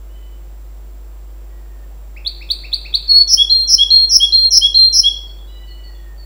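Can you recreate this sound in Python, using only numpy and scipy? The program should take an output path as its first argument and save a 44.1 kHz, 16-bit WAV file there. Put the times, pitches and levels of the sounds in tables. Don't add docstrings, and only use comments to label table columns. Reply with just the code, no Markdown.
import sys
import numpy as np
from scipy import signal
from scipy.fft import rfft, irfft
from scipy.io import wavfile
from scipy.ndimage import uniform_filter1d

SR = 44100
rng = np.random.default_rng(int(sys.argv[2]) if len(sys.argv) > 2 else 0)


def volts(x):
    e = np.asarray(x, float) / 20
    return 10 ** e


def to_wav(s):
    ch = np.atleast_2d(s).T
    pcm = np.round(np.clip(ch, -1, 1) * 32767)
    wavfile.write(sys.argv[1], SR, pcm.astype(np.int16))


N = 275625

VOICE_OVERTONES = {"tuk": [(2, -8), (3, -28.5)], "whip": [(2, -30), (3, -30.5), (4, -31.5)],
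                   "whistle": [(2, -37.5), (3, -38)], "rise": [(2, -31), (3, -37.5), (4, -42)],
                   "buzz": [(2, -23.5), (3, -29)], "cheep": [(2, -49)]}


def finch():
    tuk_rule = dict(from_hz=1785, to_hz=2902, settle=.54, attack_db=19, attack=0.43, release_db=3, release=0.18)
    pip_rule = dict(from_hz=3480, to_hz=3430, settle=0.25, attack_db=9, attack=.15, release_db=12, release=.5)
    whip_rule = dict(from_hz=3307, to_hz=5240, settle=0.74, attack_db=8, attack=0.25, release_db=6, release=0.25)
    whistle_rule = dict(from_hz=4040, to_hz=4194.7, settle=0.13, swings=3.06, attack_db=10, attack=0.038, release_db=7.5, release=.07)
    rise_rule = dict(from_hz=3032, to_hz=3332, settle=.24, attack_db=25.5, attack=0.17, release_db=6, release=.22)
    # start_s [s], length_ms [ms], pitch_shift [%], peak_db [dB], swell_db start to end [dB]
    tuk_notes = [
        (2.162, 24.6, 1.5, -28.5, -9),
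        (2.407, 27.4, 0.083, -28, -0.5),
        (2.635, 26, .1, -26, 0.1),
        (2.847, 24, .1, -25.5, 5),
    ]
    pip_notes = [
        (2.248, 11, .1, -26, .1),
        (2.489, 9.5, -0.12, -29, .1),
        (2.7183, 8.5, 0.28, -27, .1),
        (2.927, 10, -0.23, -28, 0.12),
    ]
    whip_notes = [
        (2.26, 24.8, -0.35, -11.5, .1),
        (2.5007, 24.03, .1, -8, .1),
        (2.7275, 23.5, .1, -8, .1),
        (2.9387, 24.1, 0.14, -5, .1),
    ]
    opener_notes = [
        (3.075, 153.4, 0.036, -2.5, -2.5),
    ]
    whistle_notes = [
        (3.4964, 147, -0.19, -4.5, 0),
        (3.9032, 155, 0.67, -5, -7.5),
        (4.3221, 149.6, -0.2, -3.5, 1),
        (4.743, 149.3, -0.24, -3, 0.6),
    ]
    rise_notes = [
        (3.372, 61.2, 1, -3, -0.78),
        (3.779, 61.9, 0.39, -2.5, -0.098),
        (4.198, 61, 0.46, -3, -0.031),
        (4.612, 62.7, 0.055, -3, -0.29),
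        (5.032, 60.3, 0.48, -3.5, -1),
    ]
    buzz_notes = [
        (3.2750, 78, 0.073, -2.5, 5.5),
        (3.6740, 82.8, .1, -0.8, 1.5),
        (4.093, 82.4, 0.23, 0, 1.4),
        (4.5060, 84.1, -0.09, 0.8, -3),
        (4.926, 83.4, -0.093, -0.6, -2.8),
    ]
    parts = [
        (plain(tuk_rule), tuk_notes, "tuk"),
        (plain(pip_rule), pip_notes, "whip"),
        (plain(whip_rule), whip_notes, "whip"),
        (opener, opener_notes, "whistle"),
        (plain(whistle_rule), whistle_notes, "whistle"),
        (plain(rise_rule), rise_notes, "rise"),
        (buzz, buzz_notes, "buzz"),
    ]
    return sum(sing(shape, notes, VOICE_OVERTONES[voice]) for shape, notes, voice in parts)


def opener(u):
    # share of the length [0-1], pitch_hz [Hz], level_db [dB]
    contour = [
        (0, 5195, -41),
        (.04, 4575, -20.5),
        (0.074, 4190, -17.5),
        (.13, 4394, -6),
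        (.36, 4283, -0.5),
        (.6, 4350, -1.5),
        (.9, 4417, -1.5),
        (1, 4340, -4.5),
    ]
    share, hz, db = np.transpose(contour)
    return np.interp(u, share, hz), np.interp(u, share, db)


def buzz(u):
    buzz_rule = dict(from_hz=5760, to_hz=5497, settle=.6, swings=1.13, attack_db=15.5, attack=0.2, release_db=5, release=.11)
    snap_at, snap_takes = 0.72, 0.068
    start_swing_hz, widest_swing_hz, tight_swing_hz = 150, 416, 205
    loose_rate_hz, tight_rate_hz = 233.4, 215
    drop_hz, slide_hz = 89.6, 171
    snap_gain_db, throb_db, throb_lag_rad = 4.5, 1.5, 0.91

    hz, db = spring(u, **buzz_rule)
    tight = np.clip((u - snap_at) / snap_takes, 0, 1)
    rate_hz = loose_rate_hz + (tight_rate_hz - loose_rate_hz) * tight
    uneven = 1 + 0.13 * walk(90)[:len(u)]
    turn = 2 * np.pi * np.cumsum(rate_hz * uneven) / SR

    loose_swing_hz = start_swing_hz + (widest_swing_hz - start_swing_hz) * u / snap_at
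    swing_hz = loose_swing_hz + (tight_swing_hz - loose_swing_hz) * tight
    slide = np.clip((u - snap_at) / (1 - snap_at), 0, 1) ** 2
    hz = hz - slide_hz * slide - drop_hz * tight + swing_hz * np.cos(turn)
    db = db - snap_gain_db * (1 - tight) - throb_db * np.cos(turn - throb_lag_rad)
    return hz, db


def plain(rule):
    return lambda u: spring(u, **rule)


def spring(u, from_hz, to_hz, settle, attack_db, attack, release_db, release, swings=0):
    hz = to_hz + (from_hz - to_hz) * np.exp(-u / settle) * np.cos(2 * np.pi * swings * u)
    build_db = -attack_db * np.exp(-u / attack)
    letting_go = np.clip(1 + (u - 1) / release, 0, 1)
    return hz, build_db - release_db * letting_go ** 2


def sing(shape, notes, overtones):
    # pitch_hz [Hz], level_db [dB]
    beak_colour = [(4000, -8), (5400, -7.5), (6600, -14.5), (7600, -8), (8800, -3), (10000, 2.5),
                   (11500, -13), (13000, -3), (14500, -6), (15600, 6)]
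    beak_hz, beak_db = np.transpose(beak_colour)
    out = np.zeros((2, N + SR))
    tremor = 0.00045 * walk(70) + 0.0028 * walk(25)
    phase_unrest = 0.54 * walk(220)
    for start_s, length_ms, shift, peak_db, swell_db in notes:
        start = int(start_s * SR)
        i = np.arange(int(length_ms * SR / 1000))
        u = i / len(i)
        hz, db = shape(u)
        hz = hz * (1 + shift / 100 + tremor[start + i])
        phase = 2 * np.pi * np.cumsum(hz) / SR
        upper = 0
        for k, over_db in overtones:
            gain = volts(over_db + np.interp(k * hz, beak_hz, beak_db))
            shake = phase_unrest[(start + k * i) % N]
            upper = upper + gain * np.sin(k * phase + shake)
        edges = np.clip(np.minimum(i / 0.002, i[::-1] / 0.006) / SR, 0, 1)
        envelope = volts(db + peak_db + swell_db * (u - 0.5)) * np.sin(np.pi / 2 * edges) ** 2
        out[:, start + i] += np.array([np.sin(phase), upper]) * envelope
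    return out[:, :N]


def walk(rate):
    hold = int(SR / rate)
    steps = np.repeat(rng.standard_normal(N // hold + 1), hold)
    return 1.3 * uniform_filter1d(uniform_filter1d(steps, hold), hold)[:N]


def room(tail_db):
    # delay_ms [ms], level_db [dB]
    near_echoes = [(1.3, -30), (3.1, -17.5), (7.4, -19.5), (10.5, -19), (15.2, -22), (21.5, -16.5)]
    response = volts(tail_db) * tail(build_s=0.0027)
    response[0] = 1
    for k, (delay_ms, db) in enumerate(near_echoes):
        response[int(delay_ms * SR / 1000)] += (-1) ** k * volts(db)
    return response


def tail(build_s):
    # pitch_hz [Hz], t60_s [s], level_db [dB]
    band_decay = [(1500, 0.98, -0.85), (2650, 0.69, 4.5), (3200, 0.55, -1.26), (4200, 0.53, -2),
                  (5100, 0.48, -3.5), (10000, 0.37, -2), (15900, 0.1, -5)]
    t = np.arange(int(0.9 * SR)) / SR
    hz, frames_s, z = signal.stft(rng.standard_normal(len(t)), SR, nperseg=256)
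    band_hz, *columns = np.transpose(band_decay)
    t60, db = (np.interp(np.log(hz + 1), np.log(band_hz), c)[:, None] for c in columns)
    decaying = z * volts(db - 60 * frames_s / t60)
    x = signal.istft(decaying, SR, nperseg=256)[1][:len(t)]
    x = x * (1 - np.exp(-(t / build_s) ** 2))
    return x / np.sqrt(np.sum(x ** 2))


def sparrows():
    cheep_rule = dict(from_hz=4640, to_hz=4400, settle=.3, attack_db=10.5, attack=0.032, release_db=8.5, release=1)
    # start_s [s], length_ms [ms], pitch_shift [%], peak_db [dB], swell_db start to end [dB]
    cheep_notes = [
        (3.196, 32, -23.5, -41.5, 0.11),
        (3.272, 11, -22.5, -34.5, 0.085),
        (5.1, 40, -2, -39, .1),
        (5.268, 50, -1, -45, 0.11),
        (5.385, 28, -24.5, -40.5, .1),
        (5.67, 80, -2.5, -43.5, 6),
        (5.836, 59.3, -1.6, -40.5, 0.12),
        (5.945, 41, -24, -50, .1),
        (6.177, 57, -0.5, -42.5, .1),
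    ]
    return sing(plain(cheep_rule), cheep_notes, VOICE_OVERTONES["cheep"]).sum(axis=0)


def caller():
    # start_s [s], length_s [s], top_pitch_hz [Hz], level_db [dB], open_throat_hz [Hz], closing_s [s]
    far_calls = [
        (0.076, .27, 1005, -57.5, 3170, 1),
        (1.456, 0.39, 1009, -59.5, 2256, 0.21),
        (5.461, 0.68, 990, -48, 4350, .25),
    ]
    # multiple, level_db [dB]
    far_overtones = [(2, -11.5), (3, -3), (4, 2), (5, 7)]
    shut_hz, throat_width_hz, fade_db = 1770, 280, 9
    t, out = np.arange(N) / SR, 0
    for start_s, length_s, top_hz, db, open_hz, closing_s in far_calls:
        since = np.clip(t - start_s, 0, length_s)
        throat_hz = shut_hz + (open_hz - shut_hz) * np.exp(-since / closing_s)
        climb = 0.02 * np.exp(-since / 0.04)
        sag = 0.15 * np.exp((shut_hz - throat_hz) / 299)
        hz = top_hz * (1 - climb - sag)
        phase = 2 * np.pi * np.cumsum(hz * (1 + 0.0063 * walk(40))) / SR
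        edges = np.clip(np.minimum((t - start_s) / 0.066, (start_s + length_s - t) / 0.021), 0, 1)
        for k, reach_db in far_overtones:
            resonance = np.exp(-((k * hz - throat_hz) / throat_width_hz) ** 2 / 2)
            below = 1 / (1 + (k * hz / throat_hz) ** 8)
            level_db = db + reach_db - fade_db * since / length_s + 2.0 + 1.1 * walk(25)
            out = out + edges * (resonance + below) * volts(level_db) * np.sin(k * phase)
    return out


def whine():
    # multiple of the clock, level_db rms [dB]
    clock_lines = [(3, -79), (4, -67), (6, -84.5), (7, -72.5), (8, -61.5)]
    clock_hz, frame_hz, frame_start_s = 1895.6, 30.0, 0.0146
    t = np.arange(N) / SR
    since = ((t - frame_start_s) * frame_hz + 0.5) % 1 - 0.5
    surge = 1 + 2.2 * np.exp(-(since / frame_hz / 0.0006) ** 2)
    lines = sum(volts(db) * np.sqrt(2) * np.sin(2 * np.pi * k * clock_hz * t) for k, db in clock_lines)
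    return surge * lines


def hum():
    # pitch_hz [Hz], level_db rms [dB]
    mains_lines = [(50, -31.5), (150, -62.5), (250, -69), (343, -58)]
    t, out = np.arange(N) / SR, 0
    for k, (hz, db) in enumerate(mains_lines):
        out = out + volts(db + 0.54 * k * walk(9)) * np.sqrt(2) * np.sin(2 * np.pi * hz * t)
    return out


def traffic_and_hiss():
    # pitch_hz [Hz], level_db per Hz [dB]
    noise_colour = [(20, -9.5), (60, 1), (100, -2), (160, -2), (220, -5), (400, -2.5), (650, -4.5),
                    (1000, -9.5), (1600, -15), (2500, -19), (4000, -22), (6300, -24), (10000, -25.5),
                    (16000, -26.5)]
    hz, t = np.arange(N // 2 + 1) * SR / N, np.arange(N) / SR
    colour_hz, colour_db = np.transpose(noise_colour)
    colour = volts(np.interp(np.log(hz + 1), np.log(colour_hz), colour_db))
    noise = irfft(rfft(rng.standard_normal(N)) * colour, N)
    noise = noise * volts(-49.5) / np.sqrt(np.mean(noise ** 2))
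    traffic = irfft(rfft(noise) / (1 + (hz / 2000) ** 4), N)
    swell_db = 2.5 * np.exp(-((t - 3.65) / 1.4) ** 2 / 2)
    return noise + traffic * (volts(swell_db - np.mean(swell_db)) - 1)


def scene():
    tone, upper = finch()
    near = signal.fftconvolve(tone, room(tail_db=-10.0))[:N]
    unsteady = upper * volts(2.7 * walk(160))
    near += signal.fftconvolve(unsteady, room(tail_db=-1.0))[:N]
    cheeps, calls = sparrows(), caller()
    far = signal.fftconvolve(cheeps + volts(2.0) * calls, tail(build_s=0.0033))[:N]
    direct = volts(-4) * (cheeps + calls)
    return (near + far + direct + traffic_and_hiss() + hum() + whine())[None]


def band_limit(x):
    return signal.sosfilt(signal.butter(12, 16000, fs=SR, output="sos"), x)


def record(dry):
    top_cut = signal.ellip(10, 0.2, 60, 15750, fs=SR, output="sos")
    mix = signal.sosfilt(top_cut, dry)
    return band_limit(mix)


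dry = scene()
out = record(dry)
to_wav(out)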